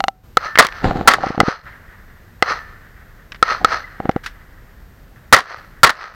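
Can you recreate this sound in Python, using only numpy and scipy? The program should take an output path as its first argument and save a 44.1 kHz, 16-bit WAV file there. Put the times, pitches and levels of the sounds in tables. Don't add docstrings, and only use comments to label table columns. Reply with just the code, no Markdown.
import sys
import numpy as np
from scipy import signal
from scipy.fft import rfft, irfft, next_fast_len
from scipy.io import wavfile

SR = 44100
rng = np.random.default_rng(int(sys.argv[2]) if len(sys.argv) > 2 else 0)


def master_out(mix):
    frames = np.transpose(np.atleast_2d(mix))
    ceiling = np.clip(frames, -1, 1)
    pcm = np.round(ceiling * 32767).astype(np.int16)
    wavfile.write(sys.argv[1], SR, pcm)


N = 271201
TIME = np.arange(N) / SR

# (time [s], blast [dB], slap off the bank [dB], crack time [s], crack [dB], tail [dB])
NEAR_SHOTS = [(0.5867, 18.5, -7, 0.6682, -9.5, -33), (1.0752, 19, 3, 1.1445, -24, -28.5),
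              (5.326, 20.5, -6.5, 5.405, -13, -34), (5.8322, 19.5, 0.5, 5.9042, -10.5, -34)]
# (time [s], blast [dB], port pitch [Hz], port t60 [s], overtone [dB], echo [dB])
FAR_SHOTS = [(0.371, 14.5, 1300, 0.015, -24, -31.5), (1.4024, 17, 1263, 0.0094, -11, -27.5),
             (2.4246, 13.5, 1328, 0.0099, -8, -24), (3.4269, 11.5, 1322, 0.02, -40.5, -24),
             (3.6465, 12.5, 1300, 0.021, -36, -24.5)]
# (pitch [Hz], level [dB], t60 [s])
PORT_TONES = [(508, -13, 0.019), (800, -8.5, 0.013), (1120, -12.5, 0.004), (4370, -19, .008),
              (5460, -23.5, .005)]
# (frequency [Hz], level [dB])
CLICK_COLOUR = [(200, -16.5), (700, -18.5), (1300, -0.5), (1900, 2), (2500, -5), (3200, -8), (5500, -12),
                (7500, -23.5), (15000, -28.5)]


def near_shots(port_hz=1350, port_t60=0.045, overtone_hz=2040, overtone_db=-9, overtone_t60=0.056):
    # (frequency [Hz], level [dB])
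    blast_colour = [(40, -27), (300, -17.5), (500, -10), (900, -8), (1150, -3), (1350, -2.5), (1550, -7.5),
                    (1850, -2.5), (2400, -18.5), (4500, -19.5), (7000, -34), (15000, -50)]
    out = np.zeros(N)
    blast = noise(blast_colour, uneven(spread_db=2.5, rate_hz=550))
    tail = echo_noise(peaks_db=-5.5, crackle_db=5)
    crack = dull(noise(CLICK_COLOUR), hz=8500, order=2)
    tones = [(port_hz, 0, port_t60), (overtone_hz, overtone_db, overtone_t60)] + PORT_TONES
    port = thin(ring(tones), hz=650)
    for s, blast_db, slap_db, crack_s, crack_db, tail_db in NEAR_SHOTS:
        add(out, s, from_db(blast_db) * port)
        fired = TIME >= s
        scatter = fired * from_db(-23.5) * swell(s + 0.037, rise_db_per_s=701, fall_db_per_s=471)
        out += blast * from_db(blast_db) * np.hypot(fade(s, t60=0.067), scatter)
        out += blast * from_db(blast_db - 19.5) * fade(s + 0.039, t60=0.014)
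        out += blast * from_db(slap_db) * fade(s + 0.0615, t60=0.031)
        out += crack * from_db(crack_db) * fade(crack_s, t60=0.014)
        tail_swell = fired * swell(s + 0.19, rise_db_per_s=131, fall_db_per_s=116.5)
        out += tail * from_db(tail_db + 3) * tail_swell
    return out


def far_shots(overtone_hz=2030, overtone_t60=0.019, wall_delay_s=0.0875, wall_db=8):
    out, echoes = np.zeros(N), np.zeros(N)
    for s, blast_db, hz, t60, overtone_db, echo_db in FAR_SHOTS:
        port = ring([(hz, 0, t60), (overtone_hz, overtone_db, overtone_t60)] + PORT_TONES)
        add(out, s, from_db(blast_db) * dull(port, hz=5000, order=2))
        add(out, s + wall_delay_s, from_db(echo_db + wall_db) * dull(port, hz=1500, order=2))
        burst = from_db(18) * fade(s, t60=0.033)
        roll = from_db(9) * swell(s + 0.086, rise_db_per_s=236, fall_db_per_s=248)
        late_return = from_db(-23) * swell(s + 0.28, rise_db_per_s=60, fall_db_per_s=129.5)
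        echoes += (TIME >= s) * from_db(echo_db) * (burst + np.hypot(roll, late_return))
    return out + echoes * echo_noise(peaks_db=1.5, crackle_db=3) * uneven(spread_db=1.5, rate_hz=120)


def echo_noise(peaks_db, crackle_db):
    # (frequency [Hz], level [dB])
    echo_colour = [(50, -25.5), (250, -28.5), (500, -11), (900, -9.5), (1300, -3.5), (1900, -7.5),
                   (2400, -17), (3600, -24.5), (4400, -20.5), (6200, -32), (6900, -43.5), (10000, -50),
                   (15000, -59)]
    # (frequency [Hz], width [Hz], level [dB])
    port_peaks = [(1290, 100, 2.5), (1810, 90, -5), (4220, 170, 2.5), (5020, 390, -3.5), (6040, 300, 3.5)]
    echoes = noise(echo_colour, uneven(crackle_db, rate_hz=900))
    echoes += sum(from_db(db + peaks_db) * signal.lfilter(*signal.iirpeak(hz, hz / width, fs=SR), echoes)
                  for hz, width, db in port_peaks)
    return echoes / echoes.std()


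def camera_knocks(thud_hz=240, rebound=0.78, case_hz=500, case_db=-8, case_t60=0.031):
    # (time [s], level [dB])
    clacks = [(.0046, -2.5), (0.0401, 0), (0.0828, 0.5)]
    # (time [s], shell ring [dB], thud [dB])
    knocks = [(0.8438, -2.5, -7.5), (0.9103, -2, -10.5), (0.959, -14.5, -13.5), (1.011, -6.5, -12),
              (1.184, -5, -29), (1.236, 0, -22), (1.2411, 4, -45), (1.268, -10, -12.5), (1.305, -14.5, -12),
              (1.3477, -12.5, -26), (1.379, -7.5, -10), (1.396, -29, -10.5), (1.4112, 1.5, -4.5),
              (1.4333, -12, -8.5), (1.4834, -9, -5), (4.002, -7.5, -15), (4.0554, -11, -12),
              (4.0935, 2, -2.5), (4.163, -7.5, -6.5)]
    out = np.zeros(N)
    phase = np.pi * (thud_hz * TIME[:SR // 50] - 1)
    thud = (1 - 2 * rebound * phase ** 2) * np.exp(-phase ** 2)
    case = ring([(case_hz, case_db, case_t60)])
    for s, db in clacks:
        add(out, s, from_db(db) * shell_ring(bright_hz=4100, damped_t60=1.6, low_hz=707))
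        add(out, s - 1 / thud_hz, from_db(db - 21) * thud)
    for s, shell_db, thud_db in knocks:
        bright_hz = 1840 * 2 ** (thud_db / 23.5)
        add(out, s, from_db(shell_db) * shell_ring(bright_hz) + from_db(thud_db) * case)
        add(out, s - 1 / thud_hz, from_db(thud_db) * thud)
    return out


def shell_ring(bright_hz, damped_t60=0.075, low_hz=600):
    # (pitch [Hz], level [dB], t60 [s])
    shell_tones = [(785, -5, 0.035), (1150, 3, 0.0023), (1328, -12, 0.011), (1988, -14, 0.01),
                   (2855, -15, 0.014), (3700, -15, 0.0087), (4160, -13.5, 0.01), (5700, -14, 0.007),
                   (750, -48.5, 0.71), (1320, -43.5, .18)]
    t = TIME[:SR // 4]
    tones = ring(shell_tones) * from_db(-60 * t / damped_t60)
    tick = rng.standard_normal(len(t)) * from_db(-13 - 60 * t / 0.014)
    return dull(thin(tones + tick, low_hz, order=4), bright_hz, order=2)


def grip_rub(catches_per_s=45, catch_db=11.5, scrape_db=1.5):
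    # (time [s], level [dB], held for [s])
    rubs = [(0.847, -13.5, 0.01), (.962, -25, 0.029), (1.071, -32.5, 0.18), (3.612, -30.5, .005),
            (4.024, -39, .06)]
    # (frequency [Hz], level [dB])
    grip_colour = [(30, 4), (110, -3.5), (450, -5.5), (600, -11), (780, -3), (950, -18), (1400, -17.5),
                   (2400, -32.5), (4300, -33), (5300, -45.5), (7300, -43), (9000, -56), (15000, -50.5)]
    pressure = sum(from_db(db) * swell(s, rise_db_per_s=901.5, fall_db_per_s=170, hold_s=hold_s)
                   for s, db, hold_s in rubs)
    scrape = dull(thin(noise(grip_colour), hz=1400), hz=7500, order=2)
    scrape *= from_db(scrape_db) * uneven(spread_db=3, rate_hz=250)
    catches = (rng.random(N) < catches_per_s / SR) * rng.random(N) * from_db(catch_db) * pressure
    rumble = dull(noise(grip_colour), hz=2500)
    ticks = signal.fftconvolve(catches, shell_ring(bright_hz=1100))[:N]
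    return pressure * (rumble + scrape) + ticks


def ticks_and_reload(pull_s=4.24, pull_db=-34, slam_db=-20, slam_t60=0.054, slam_bright_hz=12500):
    # (time [s], level [dB], t60 [s], brightness [Hz])
    handling_clicks = [(0.5558, -5, 0.019, 2700), (0.5756, -6, 0.019, 2720), (0.687, -17, 0.012, 3980),
                       (0.724, -18.5, 0.014, 2980), (0.8431, -9, 0.0075, 3850), (3.3203, -22, 0.029, 4800),
                       (3.346, -30, 0.044, 4000), (3.359, -42, 0.036, 6000), (4.113, -31.5, 0.033, 6000)]
    hiss = noise(CLICK_COLOUR)
    slam = (pull_s + 0.0215, slam_db, slam_t60, slam_bright_hz)
    clicks = sum(from_db(db) * dull(hiss * fade(s, t60), bright_hz, order=2)
                 for s, db, t60, bright_hz in handling_clicks + [slam])
    pull = from_db(pull_db) * swell(pull_s, rise_db_per_s=2500, fall_db_per_s=264) * hiss
    return clicks + pull


def steel_rings(rise_s=0.01):
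    # (time [s], pitch [Hz], level [dB], t60 [s])
    hits = [(.45, 1776, -29.5, 2.1), (2.57, 1770, -34, 0.64), (3.84, 2015, -14, 0.042)]
    out = np.zeros(N)
    for s, hz, db, t60 in hits:
        loudness = from_db(db) * fade(s, t60) * np.tanh(since(s) / rise_s)
        out += loudness * np.sin(2 * np.pi * hz * since(s))
    return out


def woods(near_db=-47, far_db=-42, tail_t60=4.03):
    # (frequency [Hz], level [dB])
    woods_colour = [(100, -15), (800, -6), (1300, 4), (1900, 7.5), (2400, -9), (5000, -24.5), (8000, -43.5)]
    # (time [s], level [dB], t60 [s])
    background_swells = [(1.655, -40, 1), (5.16, -50.5, 0.36), (5.235, -51, 0.64)]
    tails = [(shot[0], near_db, tail_t60) for shot in NEAR_SHOTS]
    tails += [(shot[0], far_db, tail_t60) for shot in FAR_SHOTS]
    power = sum((from_db(db) * fade(s, t60)) ** 2 for s, db, t60 in tails + background_swells)
    flutter = uneven(spread_db=2, rate_hz=14)
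    return np.sqrt(power) * noise(woods_colour) * flutter


def open_air(level_db=-43):
    # (frequency [Hz], level [dB])
    air_colour = [(15, -26.5), (25, 3), (116, -10.5), (140, -12), (227, -18), (260, -21.5), (331, -22.5),
                  (762, -27.5), (970, -30), (1410, -30), (2850, -39.5), (4260, -41), (10100, -48.5),
                  (13200, -49), (15500, -48)]
    return from_db(level_db) * noise(air_colour)


def whine(centre_hz=13330, wander_hz=90, level_db=-64):
    wander = dull(rng.standard_normal(N), hz=150)
    pitch_hz = centre_hz + wander_hz * wander / wander.std()
    return from_db(level_db) * np.sin(2 * np.pi * np.cumsum(pitch_hz) / SR)


def background_dips(depth_db=-8.5, sink_s=0.06, recover_s=0.0083):
    # (start [s], end [s])
    dips = [(.07, 0.24), (.6, 0.6), (1.1, 1.64), (5.35, 5.57), (5.86, 6.14)]
    depth = sum(np.clip(np.minimum((TIME - start) / sink_s, (end - TIME) / recover_s), 0, 1)
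                for start, end in dips)
    return from_db(depth_db * depth)


def from_db(db):
    return 10 ** (np.asarray(db) / 20)


def noise(colour, grain=1):
    hz, db = np.transpose(colour)
    size = next_fast_len(N)
    bin_hz = np.maximum(np.arange(size // 2 + 1) * SR / size, 1)
    gain = from_db(np.interp(np.log(bin_hz), np.log(hz), db))
    gain *= bin_hz / np.hypot(bin_hz, 20)
    x = irfft(rfft(rng.standard_normal(N) * grain, size) * gain, size)[:N]
    return x / x.std()


def since(s):
    return np.maximum(TIME - s, 0)


def fade(s, t60):
    return (TIME >= s) * from_db(-60 * np.minimum(since(s) / t60, 4))


def swell(s, rise_db_per_s, fall_db_per_s, hold_s=0):
    db = rise_db_per_s * np.maximum(s - TIME, 0) + fall_db_per_s * since(s + hold_s)
    return from_db(-np.minimum(db, 240))


def uneven(spread_db, rate_hz):
    wander = dull(rng.standard_normal(N), rate_hz, order=2)
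    return from_db(spread_db * wander / wander.std())


def ring(tones):
    t = TIME[:SR // 4]
    return sum(from_db(db - 60 * t / t60) * np.sin(2 * np.pi * hz * t) for hz, db, t60 in tones)


def dull(x, hz, order=1):
    return signal.sosfilt(signal.butter(order, hz, fs=SR, output="sos"), x + 1e-18)


def thin(x, hz, order=2):
    return signal.sosfilt(signal.butter(order, hz, "high", fs=SR, output="sos"), x + 1e-18)


def add(track, s, sound):
    start = max(round(s * SR), 0)
    track[start:start + len(sound)] += sound[:N - start]


def scene():
    background = (open_air() + woods() + whine()) * background_dips()
    shooting = near_shots() + far_shots() + steel_rings()
    return (shooting + camera_knocks() + grip_rub() + ticks_and_reload() + background)[None]


def record(dry, overload_power=0.45, power_ramp=0.04, duck_db=6.5, recover_db_per_s=80):
    frame_s, frame_start_s, cutoff_hz = 0.02, 0.0102, 15900
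    clipped = dry[0] / (1 + dry[0] ** 8) ** (1 / 8)
    energy = np.cumsum(clipped ** 2) / SR
    frame_end = TIME - (TIME - frame_start_s) % frame_s
    power = (np.interp(frame_end, TIME, energy) - np.interp(frame_end - frame_s, TIME, energy)) / frame_s
    wanted_db = duck_db * np.clip((power - overload_power) / power_ramp, 0, 1)
    recovery_db = recover_db_per_s * TIME
    cut_db = np.maximum.accumulate(wanted_db + recovery_db) - recovery_db
    treble_cut = signal.ellip(10, 0.1, 70, cutoff_hz, fs=SR, output="sos")
    return signal.sosfilt(treble_cut, clipped * from_db(-cut_db))[None]


dry = scene()
out = record(dry)
master_out(out)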